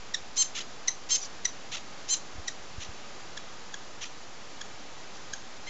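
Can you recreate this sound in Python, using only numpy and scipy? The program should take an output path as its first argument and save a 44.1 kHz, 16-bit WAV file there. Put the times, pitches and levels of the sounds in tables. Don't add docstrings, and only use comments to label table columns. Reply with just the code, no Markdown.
import sys
import numpy as np
from scipy import signal
from scipy.fft import rfft, irfft, next_fast_len
from scipy.io import wavfile

SR = 44100
rng = np.random.default_rng(int(sys.argv[2]) if len(sys.argv) > 2 else 0)


def convert_level_to_amplitude(level_db):
    exponent = np.asarray(level_db, float) / 20
    return 10 ** exponent


def digitize_waveform(pressure):
    field = np.atleast_2d(pressure).T
    bounded = np.clip(field, -1, 1)
    quanta = np.round(bounded * 32767).astype(np.int16)
    wavfile.write(sys.argv[1], SR, quanta)


N = 251149


def rms_one(x):
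    return x / np.sqrt(np.mean(x ** 2) + 1e-20)


def at_hz(points, hz):
    points_hz, points_db = np.transpose(points)
    return np.interp(np.log(hz), np.log(points_hz), points_db)


def coloured(points, size):
    hz = np.maximum(np.arange(size // 2 + 1) * SR / size, 1)
    spectrum = rfft(rng.standard_normal(size)) * convert_level_to_amplitude(at_hz(points, hz))
    return rms_one(irfft(spectrum, size))


def in_time(rows):
    s, *columns = np.transpose(rows)
    at = np.arange(int(s[0] * SR), min(int(s[-1] * SR), N))
    return at, [np.interp(at / SR, s, column) for column in columns]


def wander(count, size, step_ms):
    knots = rng.standard_normal((count, 256))
    step = np.arange(size) / SR / (step_ms / 1000)
    return np.array([np.interp(step, np.arange(256), row) for row in knots])


def voice(pitch_hz, rough, harmonic_db, breath, wobble, wobble_ms, spread):
    k = np.arange(1, len(harmonic_db) + 1)[:, None]
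    shake = wander(count=len(k) + 1, size=len(pitch_hz), step_ms=wobble_ms)
    phase = 2 * np.pi * np.cumsum(pitch_hz * (1 + wobble * rough * shake[0])) / SR
    gains = convert_level_to_amplitude(harmonic_db)
    flutter = convert_level_to_amplitude(5.5 * rough * shake[1:] - 2 * rough ** 2)
    partials = gains * flutter * np.sin(k * phase + spread * k ** 2)
    tone = partials.sum(0) / np.sqrt((gains ** 2).sum(0) / 2)
    air = breath[:len(pitch_hz)] * (1 + np.cos(phase)) ** 2 / 2.1
    air = signal.sosfilt(signal.butter(4, 1400, "high", fs=SR, output="sos"), air)
    air_share = np.clip(rough, 0, 1) ** 2
    return np.sqrt(1 - air_share) * tone + np.sqrt(air_share) * air


# frequency in Hz, relative density in dB per Hz.
GARDEN = [(25, -8.5), (70, -5), (200, -3.5), (400, -3.5), (800, -3.5), (1300, -6), (2500, -10), (4500, -13),
          (8000, -15)]
GARDEN_DB = -46.5
# frequency in Hz, level in dB rms.
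WHINES = [(764.4, -66.5), (1242, -65.5), (4690, -69)]


def garden():
    t = np.arange(N) / SR
    swell_db = 0.47 * np.interp(t * 3, np.arange(20), rng.standard_normal(20))
    murmur = convert_level_to_amplitude(GARDEN_DB + swell_db) * coloured(GARDEN, size=next_fast_len(N))[:N]
    whines = sum(convert_level_to_amplitude(db) * np.sqrt(2) * np.sin(2 * np.pi * hz * t) for hz, db in WHINES)
    return murmur + whines


# onset in seconds, level in dB before the course and a 5.5 dB cut, base pitch in Hz,
# added brightness in dB per harmonic, added roughness (0-1).
CHIPS = [(0.1424, -17.5, 1852, 0.7, 0.2), (0.88, -13.5, 2012, 2.2, .1), (1.4517, -14, 1974, 2.6, 0.2),
         (2.4791, -20, 1936, 1, 0.3), (3.373, -27.5, 1697, -1.6, 0.4), (3.74, -27, 1650, -2.5, .3),
         (4.6123, -27.5, 1660, .6, .32), (5.3337, -22.5, 1611, 0.4, .3)]
# seconds from onset, level in dB, brightness in dB per harmonic.
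CHIP_SHAPE = [(-.006, -25, -1), (-.003, -12.5, -1.5), (-.0005, -12, -1), (.001, -5.5, -2),
              (.0035, 2.3, 0.5), (.0055, -3, -1.5), (.011, -8, -2), (0.018, -33.5, -8.5)]
# seconds from onset, pitch as a ratio to base pitch, roughness (0-1).
CHIP_GLIDE = [(-.006, .78, .9), (-.002, .95, .75), (.001, 1.035, .3), (.003, 1.025, .2), (.007, .97, .2),
              (.011, .95, .3), (.016, .94, .5)]
# frequency in Hz, gain in dB.
CHIP_THROAT = [(1600, 2), (2050, 2), (3300, 2.5), (3700, 5), (4050, 1), (4950, -7), (5500, 4), (6100, 8),
               (6450, 7), (6750, -1), (8200, -0.5)]
# frequency in Hz, relative level in dB.
BREATH = [(800, -24.5), (2000, -14), (3600, -3.5), (4600, -11), (5500, 0), (6500, 0.5), (7500, -3),
          (8300, -10)]
FULL_CHIP_HZ, CUT_DB_PER_MS = 1800, 1.6


def chips():
    out = np.zeros(N)
    for s, level_db, hz, tilt_db, hoarse in CHIPS:
        at, (bend, rough) = in_time(np.add(CHIP_GLIDE, [s, 0, 0]))
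        since = at / SR - s
        shape_s, *shape = np.transpose(CHIP_SHAPE)
        db, bright_db = [np.interp(since, shape_s, column) for column in shape]
        if hz < FULL_CHIP_HZ:
            db = db - CUT_DB_PER_MS * np.maximum(since * 1000 - 4, 0)
        throat_db = at_hz(CHIP_THROAT, hz * np.arange(1, 5))[:, None]
        harmonic_db = throat_db + (bright_db + tilt_db) * np.arange(4)[:, None]
        breath = coloured(BREATH, size=4096)
        sound = voice(hz * bend, rough + hoarse, harmonic_db, breath, wobble=.03, wobble_ms=1.5, spread=.45)
        out[at] += convert_level_to_amplitude(level_db - 5.5 + db) * sound
    return out


ECHO_DB, ECHO_T60_S, ECHO_START_S = -10, .18, .008
ECHO_FROM_HZ = 3700


def walls(x):
    t = np.arange(8192) / SR
    hits = rng.standard_normal(len(t)) * (rng.random(len(t)) < .03) * (t > ECHO_START_S)
    fading = hits * convert_level_to_amplitude(-60 * t / ECHO_T60_S)
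    response = signal.lfilter(*signal.butter(1, ECHO_FROM_HZ, "high", fs=SR), fading)
    response = response / np.sqrt(np.sum(response ** 2))
    return convert_level_to_amplitude(ECHO_DB) * signal.fftconvolve(x, response)[:N]


RISE_BEND, FALL_BEND, PITCH_BEND, ROUGH_BEND = 2.1, 3.0, 1.4, 1.6
SLACK_ROUGH, SLACK_TUNING = 1.5, 0.17
SWELL_DB_PER_S = 103.5
CRACK_S, CRACK_DB, CRACK_ROUGH, CRACK_HEAL_S = 1.136, -7.5, .3, .04
STRAIN_ROUGH, STRAIN_TUNING = .08, .06


def cheep(call, effort, throat, air):
    out = np.zeros(N)
    s, length, peak_db, top_hz, rise_s = call
    fall_s, rise_db, fall_db, sag, calm_rough = effort
    at = np.arange(int(s * SR), min(int((s + length) * SR), N))
    t = at / SR
    to_fall = s + length - fall_s - t
    rising = np.clip(1 - (t - s) / rise_s, 0, 1)
    falling = np.clip(-to_fall / fall_s, 0, 1)
    slack = rising + falling
    strained = s < CRACK_S < s + length
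    cracked = (t > CRACK_S) * strained * np.exp(-np.abs(t - CRACK_S) / CRACK_HEAL_S)
    db = peak_db - rise_db * rising ** RISE_BEND - fall_db * falling ** FALL_BEND
    db = db - SWELL_DB_PER_S * np.maximum(to_fall, 0) + CRACK_DB * cracked
    hz = top_hz * (1 - sag * slack ** PITCH_BEND)
    rough = calm_rough + STRAIN_ROUGH * strained + SLACK_ROUGH * slack ** ROUGH_BEND + CRACK_ROUGH * cracked
    rough = np.clip(rough, 0, 1)
    tuning = 1 - STRAIN_TUNING * strained - SLACK_TUNING * slack
    harmonic_db = at_hz(throat, np.arange(1, 9)[:, None] * hz / tuning)
    breath = coloured(air, size=8192)
    out[at] = convert_level_to_amplitude(db) * voice(hz, rough, harmonic_db, breath, wobble=.03, wobble_ms=2.2, spread=.45)
    return out


# start in seconds, length in seconds, peak level in dB, top pitch in Hz,
# rise in seconds.
CHEEPS = [(0.359, 0.081, -20, 1057, 0.028), (1.088, .086, -18.5, 1061, 0.033),
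          (2.078, .08, -22.5, 1039, 0.033)]
# frequency in Hz, gain in dB.
CHEEP_THROAT = [(800, -30), (1050, -30), (2050, -36), (3100, -12), (4200, -5), (5200, -19), (6250, 0),
                (7300, 1), (8300, -8)]
# fall in seconds, dB lost at the start, dB lost at the end,
# share of pitch lost at full slack, roughness (0-1) when held.
NEAR_EFFORT = (0.024, 19, 31, 0.21, .2)


def near_cheeps():
    return sum(cheep(call, NEAR_EFFORT, CHEEP_THROAT, BREATH) for call in CHEEPS)


# start in seconds, growl length in seconds, level in dB at the end of the growl,
# top pulse rate in Hz, level in dB at the start of the puff.
RASPS = [(.546, .049, -32.5, 676.6, -36), (1.713, .046, -33, 772, -37.5), (2.8, 0.038, -39, 656, -44.5),
         (4.008, .037, -35.5, 701.6, -41.5)]
# frequency in Hz, gain in dB.
RASP_THROAT = [(800, -22), (1500, -9), (2200, -8), (3300, 0), (3900, -3), (4700, -14), (6400, -2.5),
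               (7400, -8), (8300, -15)]
GROWL_ATTACK_S, GROWL_ATTACK_DB, GROWL_SWELL_DB = 0.0061, -17, -4
CATCH_S, CATCH_DB = .003, -20
PUFF_ATTACK_S, PUFF_HOLD_S, PUFF_RELEASE_S, PUFF_SAG_DB, PUFF_END_DB = .008, 0.012, .01, -3.5, -17
GROWL_START_HZ, PUFF_HZ, SPEED_UP_BEND = 547.5, 622, 1.6
ONSET_ROUGH, GROWL_ROUGH, PUFF_ROUGH, END_ROUGH = .75, .58, .75, .9
THROAT_DROP, THROAT_DROP_BEND = .15, 4.9


def rasps():
    out = np.zeros(N)
    for s, growl_s, growl_db, top_hz, puff_db in RASPS:
        attacked_db = growl_db + GROWL_SWELL_DB
        stages = [
            (0, attacked_db + GROWL_ATTACK_DB, ONSET_ROUGH),
            (GROWL_ATTACK_S, attacked_db, GROWL_ROUGH),
            (growl_s - GROWL_ATTACK_S, growl_db, GROWL_ROUGH),
            (CATCH_S, growl_db + CATCH_DB, PUFF_ROUGH),
            (PUFF_ATTACK_S, puff_db, PUFF_ROUGH),
            (PUFF_HOLD_S, puff_db + PUFF_SAG_DB, PUFF_ROUGH),
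            (PUFF_RELEASE_S, puff_db + PUFF_END_DB, END_ROUGH)]
        steps, *columns = np.transpose(stages)
        at, (db, rough) = in_time(np.transpose([s + np.cumsum(steps), *columns]))
        done = np.maximum(at / SR - s, 0) / growl_s
        growl_hz = GROWL_START_HZ + (top_hz - GROWL_START_HZ) * done ** SPEED_UP_BEND
        hz = np.where(done < 1, growl_hz, PUFF_HZ)
        tuning = np.where(done < 1, 1 - THROAT_DROP * done ** THROAT_DROP_BEND, 1)
        harmonic_db = at_hz(RASP_THROAT, np.arange(1, 14)[:, None] * hz / tuning)
        breath = coloured(RASP_THROAT, size=8192)
        out[at] += convert_level_to_amplitude(db) * voice(hz, rough, harmonic_db, breath, wobble=.09, wobble_ms=3.0, spread=.12)
    return out


# start in seconds, length in seconds, peak level in dB, top pitch in Hz,
# rise in seconds.
FAR_CALLS = [(1.198, .074, -38, 1175, 0.027), (5.131, .06, -51, 1154, .028)]
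# frequency in Hz, gain in dB.
FAR_THROAT = [(1000, -25), (3500, -19.5), (4700, -12.5), (5800, -2.5), (7000, -9), (8300, -20.5)]
# fall in seconds, dB lost at the start, dB lost at the end,
# share of pitch lost at full slack, roughness (0-1) when held.
FAR_EFFORT = (.04, 14, 16, 0.046, 0.52)


def far_calls():
    return sum(cheep(call, FAR_EFFORT, FAR_THROAT, FAR_THROAT) for call in FAR_CALLS)


# start in seconds, level in dB before a 3.5 dB lift and the decay,
# pitch in Hz.
BUMPS = [(2.355, -38.5, 65), (2.382, -32.5, 70.4), (2.396, -38, 75), (2.598, -45.5, 72), (2.782, -30.5, 82),
         (2.89, -35, 80)]
BUMP_T60_S = 0.042


def bumps():
    out, t = np.zeros(N), np.arange(4096) / SR
    for s, db, hz in BUMPS:
        thud = np.sin(2 * np.pi * hz * t) * convert_level_to_amplitude(db + 3.5 - 60 * t / BUMP_T60_S)
        out[int(s * SR):int(s * SR) + len(t)] += thud
    return out


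# start in seconds, length in seconds, peak level in dB, top pitch in Hz,
# rise in seconds.
NASAL_CALL = (5.661, .055, -38.5, 1045, .016)
# frequency in Hz, gain in dB.
NASAL_THROAT = [(1000, -30), (2100, 0), (3150, -4), (4200, -5), (5300, -14), (6300, -9), (8300, -10)]
# fall in seconds, dB lost at the start, dB lost at the end,
# share of pitch lost at full slack, roughness (0-1) when held.
NASAL_EFFORT = (.02, 10, 18, .04, .42)


def nasal_note():
    return cheep(NASAL_CALL, NASAL_EFFORT, NASAL_THROAT, NASAL_THROAT)


def scene():
    birds = chips() + near_cheeps() + rasps() + far_calls() + nasal_note()
    return np.tile(garden() + birds + walls(birds) + bumps(), (2, 1))


STORED_SR, TOP_HZ = 16000, 8000
STEP, OFFSET = 1 / 128, .0097


def eight_bit(dry):
    low = signal.resample_poly(dry, STORED_SR, SR, axis=1)
    stepped = STEP * np.round((low + OFFSET) / STEP)
    full = signal.resample_poly(stepped - OFFSET, SR, STORED_SR, axis=1)[:, :N]
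    full = signal.sosfiltfilt(signal.cheby2(6, 13, TOP_HZ, fs=SR, output="sos"), full) + OFFSET
    return np.pad(full, ((0, 0), (0, N - full.shape[1])), mode="edge")


UNLIKE_DB, UNLIKE_FROM_HZ, UNLIKE_RATE_HZ = -20, 1950, 300
UNLIKE_BODY_DB = -22.5


def unlike(x):
    treble = signal.sosfilt(signal.butter(6, UNLIKE_FROM_HZ, "high", fs=SR, output="sos"), x)
    body = signal.sosfilt(signal.butter(4, 130, "high", fs=SR, output="sos"), x - OFFSET)
    knots = rng.standard_normal(4096)
    flicker = np.interp(np.arange(N) / SR * UNLIKE_RATE_HZ, np.arange(4096), knots)
    side = treble * flicker + convert_level_to_amplitude(UNLIKE_BODY_DB) * body * flicker[::-1]
    return x + convert_level_to_amplitude(UNLIKE_DB) * side * [[1], [-1]]


def low_pass(x):
    return signal.sosfilt(signal.butter(12, 8250, fs=SR, output="sos"), x)


def record(dry):
    mix = unlike(eight_bit(dry))
    return low_pass(mix)


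dry = scene()
out = record(dry)
digitize_waveform(out)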